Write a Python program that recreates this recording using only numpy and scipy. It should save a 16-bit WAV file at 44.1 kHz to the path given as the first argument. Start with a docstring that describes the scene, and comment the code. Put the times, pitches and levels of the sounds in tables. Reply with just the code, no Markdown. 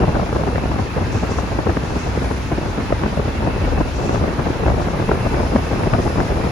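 """A double-decker diesel bus creeps past in a covered concrete bus station.
From the start its firings drone and clatter over the wash of the hall, compressed air hisses on the left,
and eddies in a draught buffet the microphone in short, irregular puffs. From about 1 s a valve spits air;
after 3 s the engine gains a little speed; near 5 s the bus draws level and a thin whistle joins."""
import sys
import numpy as np
from scipy import signal
from scipy.fft import rfft, irfft, next_fast_len
from scipy.io import wavfile
from scipy.ndimage import uniform_filter1d, map_coordinates

SR = 44100
rng = np.random.default_rng(int(sys.argv[2]) if len(sys.argv) > 2 else 0)


def inscribe(sig):
    """Save sig as 16-bit PCM at rate SR to the path in sys.argv[1].

    A 1-D sig is mono; a 2-D sig holds one channel per row.
    Samples are clipped to [-1, 1] before scaling.
    """
    pcm = np.round(np.clip(np.atleast_2d(sig).T, -1, 1) * 32767)
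    wavfile.write(sys.argv[1], SR, pcm.astype(np.int16))


N = 287179
t = np.arange(N) / SR

# left-right coherence of the reverberant field: f/Hz, coherence
HALL_COHERENCE = [(40, 0.6), (120, 0.66), (300, 0.91), (700, 0.15), (1400, 0.3), (2600, 0.17),
                  (5000, 0.025)]


def amp(db):
    """Amplitude ratio of a level in decibels."""
    return 10 ** (np.asarray(db) / 20)


def unit(x):
    """Normalisation to rms 1."""
    return x / np.sqrt(np.mean(x ** 2) + 1e-20)


def along(points, hz):
    """Interpolation of (f/Hz, value) points on a logarithmic frequency axis."""
    f, values = np.transpose(points)
    return np.interp(np.log(hz + 1), np.log(f + 1), values)


def curve(points):
    """Linear interpolation of (t/s, value) points at every sample."""
    return np.interp(t, *np.transpose(points))


def swells(rows):
    """Gaussian rises and dips of level, summed from rows of t/s, width/s, change/dB."""
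    return sum(db * np.exp(-((t - s) / width) ** 2) for s, width, db in rows)


def wobble(rate):
    """Smooth random modulation of rms 1, with rate knots a second."""
    return unit(map_coordinates(rng.standard_normal(4096), [np.arange(N) * rate / SR], mode="wrap"))


def filtered(x, response):
    """Linear filtering: the spectrum is multiplied by a frequency response."""
    size = next_fast_len(N + SR // 4)
    return irfft(rfft(x, size) * response(np.fft.rfftfreq(size, 1 / SR)), size)[..., :N]


def pan(left_db):
    """Channel gains for a level difference, left minus right."""
    return amp(np.array([[.5], [-.5]]) * left_db)


def rush(spectrum, coherence):
    """Coloured stereo noise of rms 1; the ratio of mid to side sets its coherence."""
    def response(hz):
        angle = np.arccos(np.clip(along(coherence, hz), -1, 1)) / 2
        return amp(along(spectrum, hz)) * [np.cos(angle), np.sin(angle)]
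    mid, side = filtered(rng.standard_normal((2, N)), response)
    return unit(np.array([mid + side, mid - side]))


def steady(x, size):
    """Envelope flattening: a noise is divided by its rms, smoothed over size samples."""
    power = uniform_filter1d(uniform_filter1d(np.mean(x ** 2, 0), size), size)
    return x / np.sqrt(np.abs(power) + 1e-9)


def patchy(x, depth_db):
    """Passing resonances: random narrow bands stand out for a few hundredths of a second each."""
    bands = signal.stft(x, nperseg=2048)[2]
    field = uniform_filter1d(rng.standard_normal(bands.shape[1:]), size=5, axis=0)
    field = unit(uniform_filter1d(field, size=3, axis=1))
    return unit(signal.istft(bands * amp(depth_db * field), nperseg=2048)[1][:, :N])


def hall():
    """Reverberation: tyres, fans and far buses merge into a wash under the concrete roof."""
    # spectrum of the wash: f/Hz, relative level/dB
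    spectrum = [(30, -40), (90, -12), (250, 4.5), (450, -6.5), (650, -11), (850, -3), (1200, -9),
                (1800, -13), (3000, -20), (6000, -34), (12000, -58)]
    return amp(-31 + 1.45 * wobble(2.73)) * rush(spectrum, HALL_COHERENCE)


def whines():
    """Phase modulation: faint, thin, high whines waver, differently at each ear."""
    # faint tones: f/Hz, level/dB
    tones = [(3444, -55.5), (4000, -56), (7064, -65)]
    return sum(amp(db) * np.sin(2 * np.pi * hz * t + 2.2 * np.array([wobble(21), wobble(14)]))
               for hz, db in tones)


def draught():
    """Turbulence at the microphone: each eddy is a few pressure cycles in a rough flutter, over a thud."""
    # strong eddies: t/s, relative level/dB, duration/s, f/Hz, crest level re eddy/dB
    puffs = [(0.092, -27, 0.016, 220, 3), (0.156, -35, 0.007, 480, 17), (0.197, -19, 0.0082, 300, -1),
             (.293, -20.5, 0.0052, 450, -1), (.329, -14.5, 0.0048, 520, -23),
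             (0.364, -12.5, 0.0083, 350, -13), (0.437, -18.5, 0.0057, 420, 0.5),
             (0.478, -16, 0.023, 280, -4), (0.559, -17, 0.0045, 520, 3), (0.582, -16.5, 0.0057, 250, 2.5),
             (0.659, -19, 0.006, 400, -12), (0.716, -25, 0.0089, 314, -14), (0.795, -19.5, 0.012, 401, -21),
             (0.978, -26, 0.015, 480, -12), (1.015, -22, 0.032, 220, -12), (1.151, -16, 0.016, 310, -17),
             (1.235, -13, 0.014, 248.5, -9), (1.321, -19, 0.0047, 560, -5),
             (1.387, -13.5, 0.008, 411.6, -1), (1.525, -29, 0.017, 339, -20),
             (1.59, -9.5, 0.0074, 349, -22), (1.67, -12.5, 0.0088, 450, -21),
             (1.696, -14.5, 0.018, 352.4, -1), (1.771, -12, 0.0074, 288.4, -2),
             (1.968, -19.5, 0.019, 239.6, -14), (2.07, -30, 0.013, 490, -16),
             (2.177, -10, 0.0021, 412, -23), (2.245, -27, 0.0077, 440, -15), (2.314, -15, 0.011, 300, -6),
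             (2.52, -13.5, 0.0089, 360, -12), (2.586, -17, 0.006, 363, -15), (2.66, -27, 0.01, 480, -12),
             (2.782, -17, 0.016, 310.5, -14), (2.906, -22, .004, 600, -8), (2.926, -4.5, 0.0039, 620, -14),
             (3.037, -16.5, 0.011, 387, 1.5), (3.063, -11, 0.0054, 630, -9), (3.175, -19, 0.0046, 620, -16),
             (3.197, -16, 0.01, 430, -12), (3.282, -13, 0.0062, 279, -19), (3.475, -15.5, 0.024, 301.4, -3),
             (3.646, -26, 0.0045, 396, -12), (3.728, -16, 0.014, 280, -7), (3.775, -27, 0.0064, 520, -11),
             (3.811, 0, 0.0035, 310, -29), (3.991, -27, 0.019, 411, -16), (4.052, -20, 0.015, 367, -13),
             (4.095, -19, 0.011, 362.4, 5), (4.159, -18.5, 0.019, 260, 2), (4.241, -14, 0.005, 540, -13),
             (4.307, -34, 0.0035, 400, -13), (4.395, -13, 0.013, 385, -12), (4.471, -15, 0.0075, 480, -14),
             (4.504, -12, 0.0043, 280, -15), (4.635, -17, .008, 400, -11), (4.664, -10.5, 0.0096, 360, -9),
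             (4.683, -14, 0.015, 330, 0), (4.702, -19, 0.0037, 400, -5), (4.742, -21, 0.008, 435, -15),
             (4.81, -31, 0.024, 520, -14), (4.886, -21, 0.005, 476, 2), (5.001, -16, 0.0065, 473, -11),
             (5.093, -12, .0067, 450, -12), (5.117, -7.5, 0.0064, 400, -5.5), (5.209, -32, 0.0049, 339, 1),
             (5.256, -37, 0.014, 540, -27), (5.345, -20.5, 0.018, 411, 2.5), (5.401, -22.5, 0.017, 472, 1),
             (5.561, -15.5, 0.0081, 620, 2), (5.586, -25, .005, 600, 1), (5.734, -16.5, 0.01, 371, -1),
             (5.836, -15.5, 0.009, 250, 1), (5.873, -23, 0.005, 560, 4), (5.937, -12.5, 0.018, 191, 2),
             (5.951, -13, 0.0074, 420, -7), (6.001, -24, 0.012, 355, -12), (6.066, -23, .006, 480, 1),
             (6.184, -21, 0.0036, 520, 1), (6.204, -17.5, 0.054, 265, 6), (6.321, -20, 0.0074, 426, -2),
             (6.441, -19, 0.0064, 474, -16), (6.469, -27, 0.0085, 400, -10)]
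    # weak eddies between them: t/s, relative level/dB
    weak_level = [(0, -26), (.6, -31), (1.3, -33), (2.6, -33.5), (3.4, -33), (4.2, -28), (4.55, -28.5),
                  (5.3, -28.5), (6.51, -27.5)]
    # lulls in the weak eddies: t/s, width/s, change/dB
    lulls = [(.27, 0.031, -9), (.91, 0.027, -16), (1.2, 0.017, -8), (1.47, 0.019, -5), (1.64, .02, -3),
             (1.8, 0.023, -8), (2.48, 0.037, -6), (2.87, 0.036, -9), (3.32, 0.039, -5.5),
             (3.835, 0.0079, -7), (3.93, .02, -8), (4.34, 0.027, -2), (4.56, 0.052, -6.5), (4.86, .015, 2),
             (5.06, 0.028, -5), (5.17, .025, 0.5), (5.61, .02, -7.5), (5.68, 0.034, -4.5)]
    # spectra of flutter, crest and thud: f/Hz, relative level/dB
    flutter_spectrum = [(30, -43), (70, -6.5), (140, -5.5), (220, -1), (400, 1), (620, -1.5), (900, -7.5),
                        (1200, -12.5), (1600, -20.5), (2000, -25.5), (3200, -42), (7000, -74)]
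    crest_spectrum = [(300, -22), (700, 6), (1000, -3.5), (1600, -6.5), (2000, -13.5), (3000, -24),
                      (6000, -59)]
    thud_spectrum = [(22, -45), (34, -32), (50, 0.5), (80, -4.5), (130, -1), (200, -6.5), (400, -28),
                     (1000, -77)]
    # likeness of the pressure at the two ports: f/Hz, coherence
    coherence = [(50, 0.98), (130, 0.78), (280, 0.89), (600, 0.61), (1000, 0.59), (1600, 0.11)]
    # the left port is struck harder: f/Hz, left minus right level/dB
    left_excess = [(100, 7.5), (300, 0), (600, 3), (1000, 3), (1500, 7), (2200, 4.5)]
    swirl = steady(rush(flutter_spectrum, coherence) * amp(1.1 * wobble(300)), size=200)
    tear = steady(rush(crest_spectrum, coherence), size=200)
    rumble = steady(rush(thud_spectrum, coherence), size=700)
    gusts = unit(amp(4.06 * np.tanh(wobble(55)) + 4.95 * np.tanh(wobble(170))))
    weak = amp(curve(weak_level) + swells(lulls) + 5) * gusts
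    flutter_power, thud_power, cycles, crest = np.zeros((4, N))
    for s, db, duration, hz, crest_db in puffs:
        near = slice(max(0, int((s - .1) * SR)), int((s + .1) * SR))
        age = t[near] - s
        # an eddy arrives faster than it leaves, and its pitch sinks as it passes
        spread = np.abs(age / duration * np.where(age < 0, 1.9, 1.3))
        shape = np.exp(-(age / 0.07) ** 2) / (1 + spread ** 3)
        turns = np.cumsum(hz * (1 - 0.1402 * np.tanh(age / duration))) / SR
        cycles[near] += amp(db - 5.5) * shape * np.cos(2 * np.pi * (turns + rng.random()))
        # strong or low-pitched eddies have a smaller share of flutter
        flutter_db = -11.5 + 0.48 * db + 4 * np.log2(hz / 350)
        flutter_power[near] += (amp(flutter_db) * shape) ** 2
        thud_power[near] += amp(-18 + 0.21 * db) ** 2 * np.exp(-((age - .002) / 0.0093) ** 2)
        # only at its crest does the flow tear into treble
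        crest[near] += amp(db + crest_db) * np.exp(-(age / 0.0016) ** 2)
    body = np.sqrt(flutter_power + weak ** 2) * swirl + cycles + crest * tear
    thud = np.sqrt(thud_power + weak ** 2 * amp(0.5)) * rumble

    def crossing(hz):
        """Phase lead: the flow reaches the left port first."""
        lead = np.pi * np.clip(hz - 200, 0, 1100) * 0.00026
        return pan(along(left_excess, hz)) * np.exp(np.array([[1j], [-1j]]) * lead)
    return filtered(body, crossing) + thud * pan(left_db=-0.3)


def booms():
    """Wave packets: the largest, slowest eddies press on both ports as a few deep, sinking cycles."""
    # large eddies: t/s, relative level/dB, width/s, f/Hz
    eddies = [(.078, -18.5, 0.026, 106), (.811, -10.5, 0.022, 102.8), (1.037, -16, 0.051, 86.1),
              (1.158, -14.5, 0.028, 110), (1.39, -13, .03, 70.7), (1.69, -14, 0.021, 79.8),
              (1.97, -23, .03, 67.8), (2.25, -23, 0.037, 66), (2.37, -21, 0.067, 65.8),
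              (2.55, -15, 0.04, 63.5), (2.691, -13, 0.026, 97.6), (2.935, -15, 0.029, 106),
              (3.055, -16, 0.032, 91.4), (3.464, -17, 0.043, 99.4), (3.629, -16, 0.031, 82),
              (3.69, -17.5, 0.15, 42.8), (3.737, -10, 0.037, 69.7), (4.206, -14.5, 0.035, 92.7),
              (4.52, -24, 0.02, 90.8), (4.668, -9, 0.027, 61.2), (5.009, -20, 0.023, 103.2),
              (5.221, -15, 0.018, 108), (5.335, -19, .02, 159.6), (5.558, -4.5, 0.0097, 232),
              (5.843, -13.5, 0.018, 100.4), (5.933, -10, 0.012, 124), (6.187, -17, 0.029, 100),
              (6.441, -18, 0.034, 76.2)]
    pitch_sag = 0.1508
    pressure = np.zeros(N)
    for (s, db, width, hz), start_turn in zip(eddies, rng.random(len(eddies))):
        near = slice(max(0, int((s - .2) * SR)), int((s + .2) * SR))
        passage = (t[near] - s) / width
        turns = np.cumsum(hz * (1 - pitch_sag * np.tanh(passage))) / SR
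        pressure[near] += amp(db) * np.exp(-passage ** 2) * np.cos(2 * np.pi * (turns + start_turn))
    return amp(-3.5) * pressure * pan(left_db=2.5)


def cracks():
    """Transients: where an eddy breaks, the pressure flips through a few fast cycles."""
    # breaking eddies: t/s, level/dB, f/Hz
    breaks = [(0.154, -20.5, 1500), (1.387, -30, 1500), (2.925, -25, 1310), (3.067, -23, 1450),
              (4.678, -19, 1500), (5.1153, -15.5, 1450), (5.565, -23, 1750), (5.94, -16, 1330)]
    width_s = .0014
    pressure = np.zeros(N)
    for (s, db, hz), start_turn in zip(breaks, rng.random(len(breaks))):
        near = np.abs(t - s) < .02
        age = t[near] - s
        envelope = amp(db) * np.exp(-(age / width_s) ** 2)
        pressure[near] += envelope * np.cos(2 * np.pi * (hz * age + start_turn))
    return pressure * pan(left_db=5)


def compressed_air():
    """Jet noise: air leaks under the body and spits from a valve; a sizzle and a whistle sound with it."""
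    # spectra of leak, valve and a thin, high sizzle: f/Hz, relative level/dB
    leak_spectrum = [(1500, -36), (3000, 0), (4200, 4.5), (5200, 3.5), (6100, 1), (7000, -2.5), (8300, -15),
                     (12000, -73)]
    valve_spectrum = [(2000, -30), (3200, -4), (4250, 0), (4900, 0), (5600, 4), (6150, 4), (6700, 2.5),
                      (7100, -1), (8300, -9.5), (12000, -45)]
    sizzle_spectrum = [(3000, -7), (6000, 3), (8000, -10), (9500, 25.5), (11300, 19), (12200, -32),
                       (15000, 12.5)]
    # valve releases: t/s, hold/s, level/dB
    releases = [(1.112, .06, -42.5), (1.29, 0.087, -45), (1.827, .14, -48.5), (1.98, 0.036, -44.5),
                (2.142, 0.53, -51.5), (3.927, 0.2, -45.5), (4.773, 0.041, -47), (5.2, 1.15, -53.5),
                (6.008, .03, -46.5)]
    # brief rises of the sizzle: t/s, width/s, rise/dB
    rises = [(2.3, .1, 5), (6.05, .05, 2), (6.3, 0.15, 0)]
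    # strength of the whistle: t/s, level/dB
    whistle_level = [(4.7, -80), (5, -61), (5.25, -55), (5.42, -48), (5.75, -53), (6.05, -48), (6.51, -55)]
    whistle_band = [(4300, -50), (4850, -1), (5120, 8), (5420, -4), (6000, -50)]  # f/Hz, level/dB
    open_s, close_s = 0.012, 0.12
    valve_power = np.zeros(N)
    for s, hold, db in releases:
        opening = np.clip((t - s) / open_s, 0, 1)
        closing = np.exp(-np.maximum(t - s - hold, 0) / close_s)
        valve_power += (amp(db) * opening * closing) ** 2
    alongside = .5 + .5 * np.tanh((t - 5.02) / .1)  # the sizzle grows as the bus draws level
    sizzle_db = -54 + 3 * alongside + swells(rises)
    leak = amp(-45 + 0.92 * wobble(30)) * rush(leak_spectrum, coherence=[(4000, 0.18)])
    spit = np.sqrt(valve_power) * amp(1.8 * wobble(30)) * rush(valve_spectrum, coherence=[(4000, 0.27)])
    sizzle = amp(sizzle_db + 0.69 * wobble(40)) * rush(sizzle_spectrum, coherence=[(6000, 0.16)])
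    whistle = amp(curve(whistle_level) + 1.2 * wobble(12)) * rush(whistle_band, coherence=[(5000, .1)])
    return leak * pan(left_db=7.5) + spit * pan(left_db=8.5) + sizzle + whistle


def exhaust(phase, above_idle_hz):
    """Harmonic series: the pipe radiates three orders of the firing rate; the hall smears a drone."""
    # deep throb at the firing rate: t/s, relative level/dB
    throb_level = [(0, -14), (.25, -21), (.45, -42), (1.4, -46), (1.95, -14), (2.17, -39), (3.1, -24),
                   (6.51, -17)]
    # spectrum of the drone: f/Hz, relative level/dB
    spectrum = [(20, -45), (30, -5), (42, 6.5), (65, 1), (110, 2), (170, -8.5), (260, -9.5), (600, -20),
                (1500, -70)]
    # swells of the drone: t/s, width/s, rise/dB
    surges = [(1.08, 0.13, 4.5), (3.55, 0.2, 3.5), (4.7, 0.1, 5)]
    drone_db = -28 - 0.2 * above_idle_hz + swells(surges)
    pipe = np.zeros(N)
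    for order, db in [(1, curve(throb_level) - 10.5), (2, drone_db - 2.5), (3, drone_db - 8.5)]:
        # reflections make each order swell, fade and drift as the bus moves
        fading = amp(5.9 * np.tanh(wobble(11)))
        pipe += amp(db) * unit(fading * np.sin(order * phase + 0.61 * wobble(8.3)))
    drone = amp(drone_db) * steady(rush(spectrum, HALL_COHERENCE), size=2200)
    return pipe + drone * pan(left_db=1.5)


def clatter(phase, above_idle_hz):
    """Panel resonance: the block rattles with each firing; sheet-metal covers ring in a narrow band."""
    # spectra of block and covers: f/Hz, relative level/dB
    block_spectrum = [(300, -22), (900, 5), (1500, 5.5), (2000, 2.5), (2350, 3), (2650, -2.5), (3000, -5),
                      (4000, -11), (5500, -29.5), (9000, -26)]
    cover_spectrum = [(2200, -44), (2520, -2), (2615, 7), (2680, 3.5), (2770, 0), (3100, -50)]
    # ring of the covers: t/s, level/dB
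    ring_level = [(0, -40), (.33, -56), (.53, -41), (.8, -49), (1.1, -45), (1.8, -46.5), (2.06, -42),
                  (2.2, -51), (2.5, -45), (2.75, -48), (2.95, -46), (3.15, -50), (3.5, -39.5), (3.8, -43),
                  (4.1, -43.5), (4.38, -59), (4.66, -42), (4.85, -52), (5.1, -45), (6.51, -47)]
    knock = amp(np.cos(phase) + 1.07 * wobble(45))
    ring_db = curve(ring_level) + 0.57 * wobble(15)
    ring = amp(ring_db) * patchy(rush(cover_spectrum, HALL_COHERENCE), depth_db=2.5)
    panels = patchy(rush(block_spectrum, HALL_COHERENCE), depth_db=2.5)
    rattle = amp(-36 + 0.46 * above_idle_hz) * unit(knock * panels)
    return (rattle + ring) * pan(left_db=-2)


def engine():
    """Periodic excitation: the cylinders fire in turn and drive both exhaust and clatter."""
    # firing rate of the crawling engine: t/s, f/Hz
    firing_rate = [(0, 33.27), (1.6, 32.78), (3.1, 32.66), (3.9, 33.76), (4.5, 35.1), (5, 36.51),
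                   (6.51, 37.74)]
    firing_hz, idle_hz = curve(firing_rate), 33.3
    phase = 2 * np.pi * np.cumsum(firing_hz * (1 + 0.019 * wobble(11))) / SR
    return exhaust(phase, firing_hz - idle_hz) + clatter(phase, firing_hz - idle_hz)


def scene():
    """Superposition: the pressures of bus, hall and draught add."""
    return engine() + compressed_air() + whines() + hall() + draught() + booms() + cracks()


def record(dry):
    """Band limiting and saturation: the microphone drops the extreme bass and treble and rounds peaks."""
    low_hz, top_hz, ceiling = 37.3, 15400, .95
    heard = filtered(dry, lambda hz: 1 / np.sqrt(1 + (low_hz / (hz + 1)) ** 22))
    rounded = heard / (1 + np.abs(heard / ceiling) ** 6) ** (1 / 6)
    return filtered(rounded * signal.windows.tukey(N, .001), lambda hz: hz < top_hz)


dry = scene()
out = record(dry)
inscribe(out)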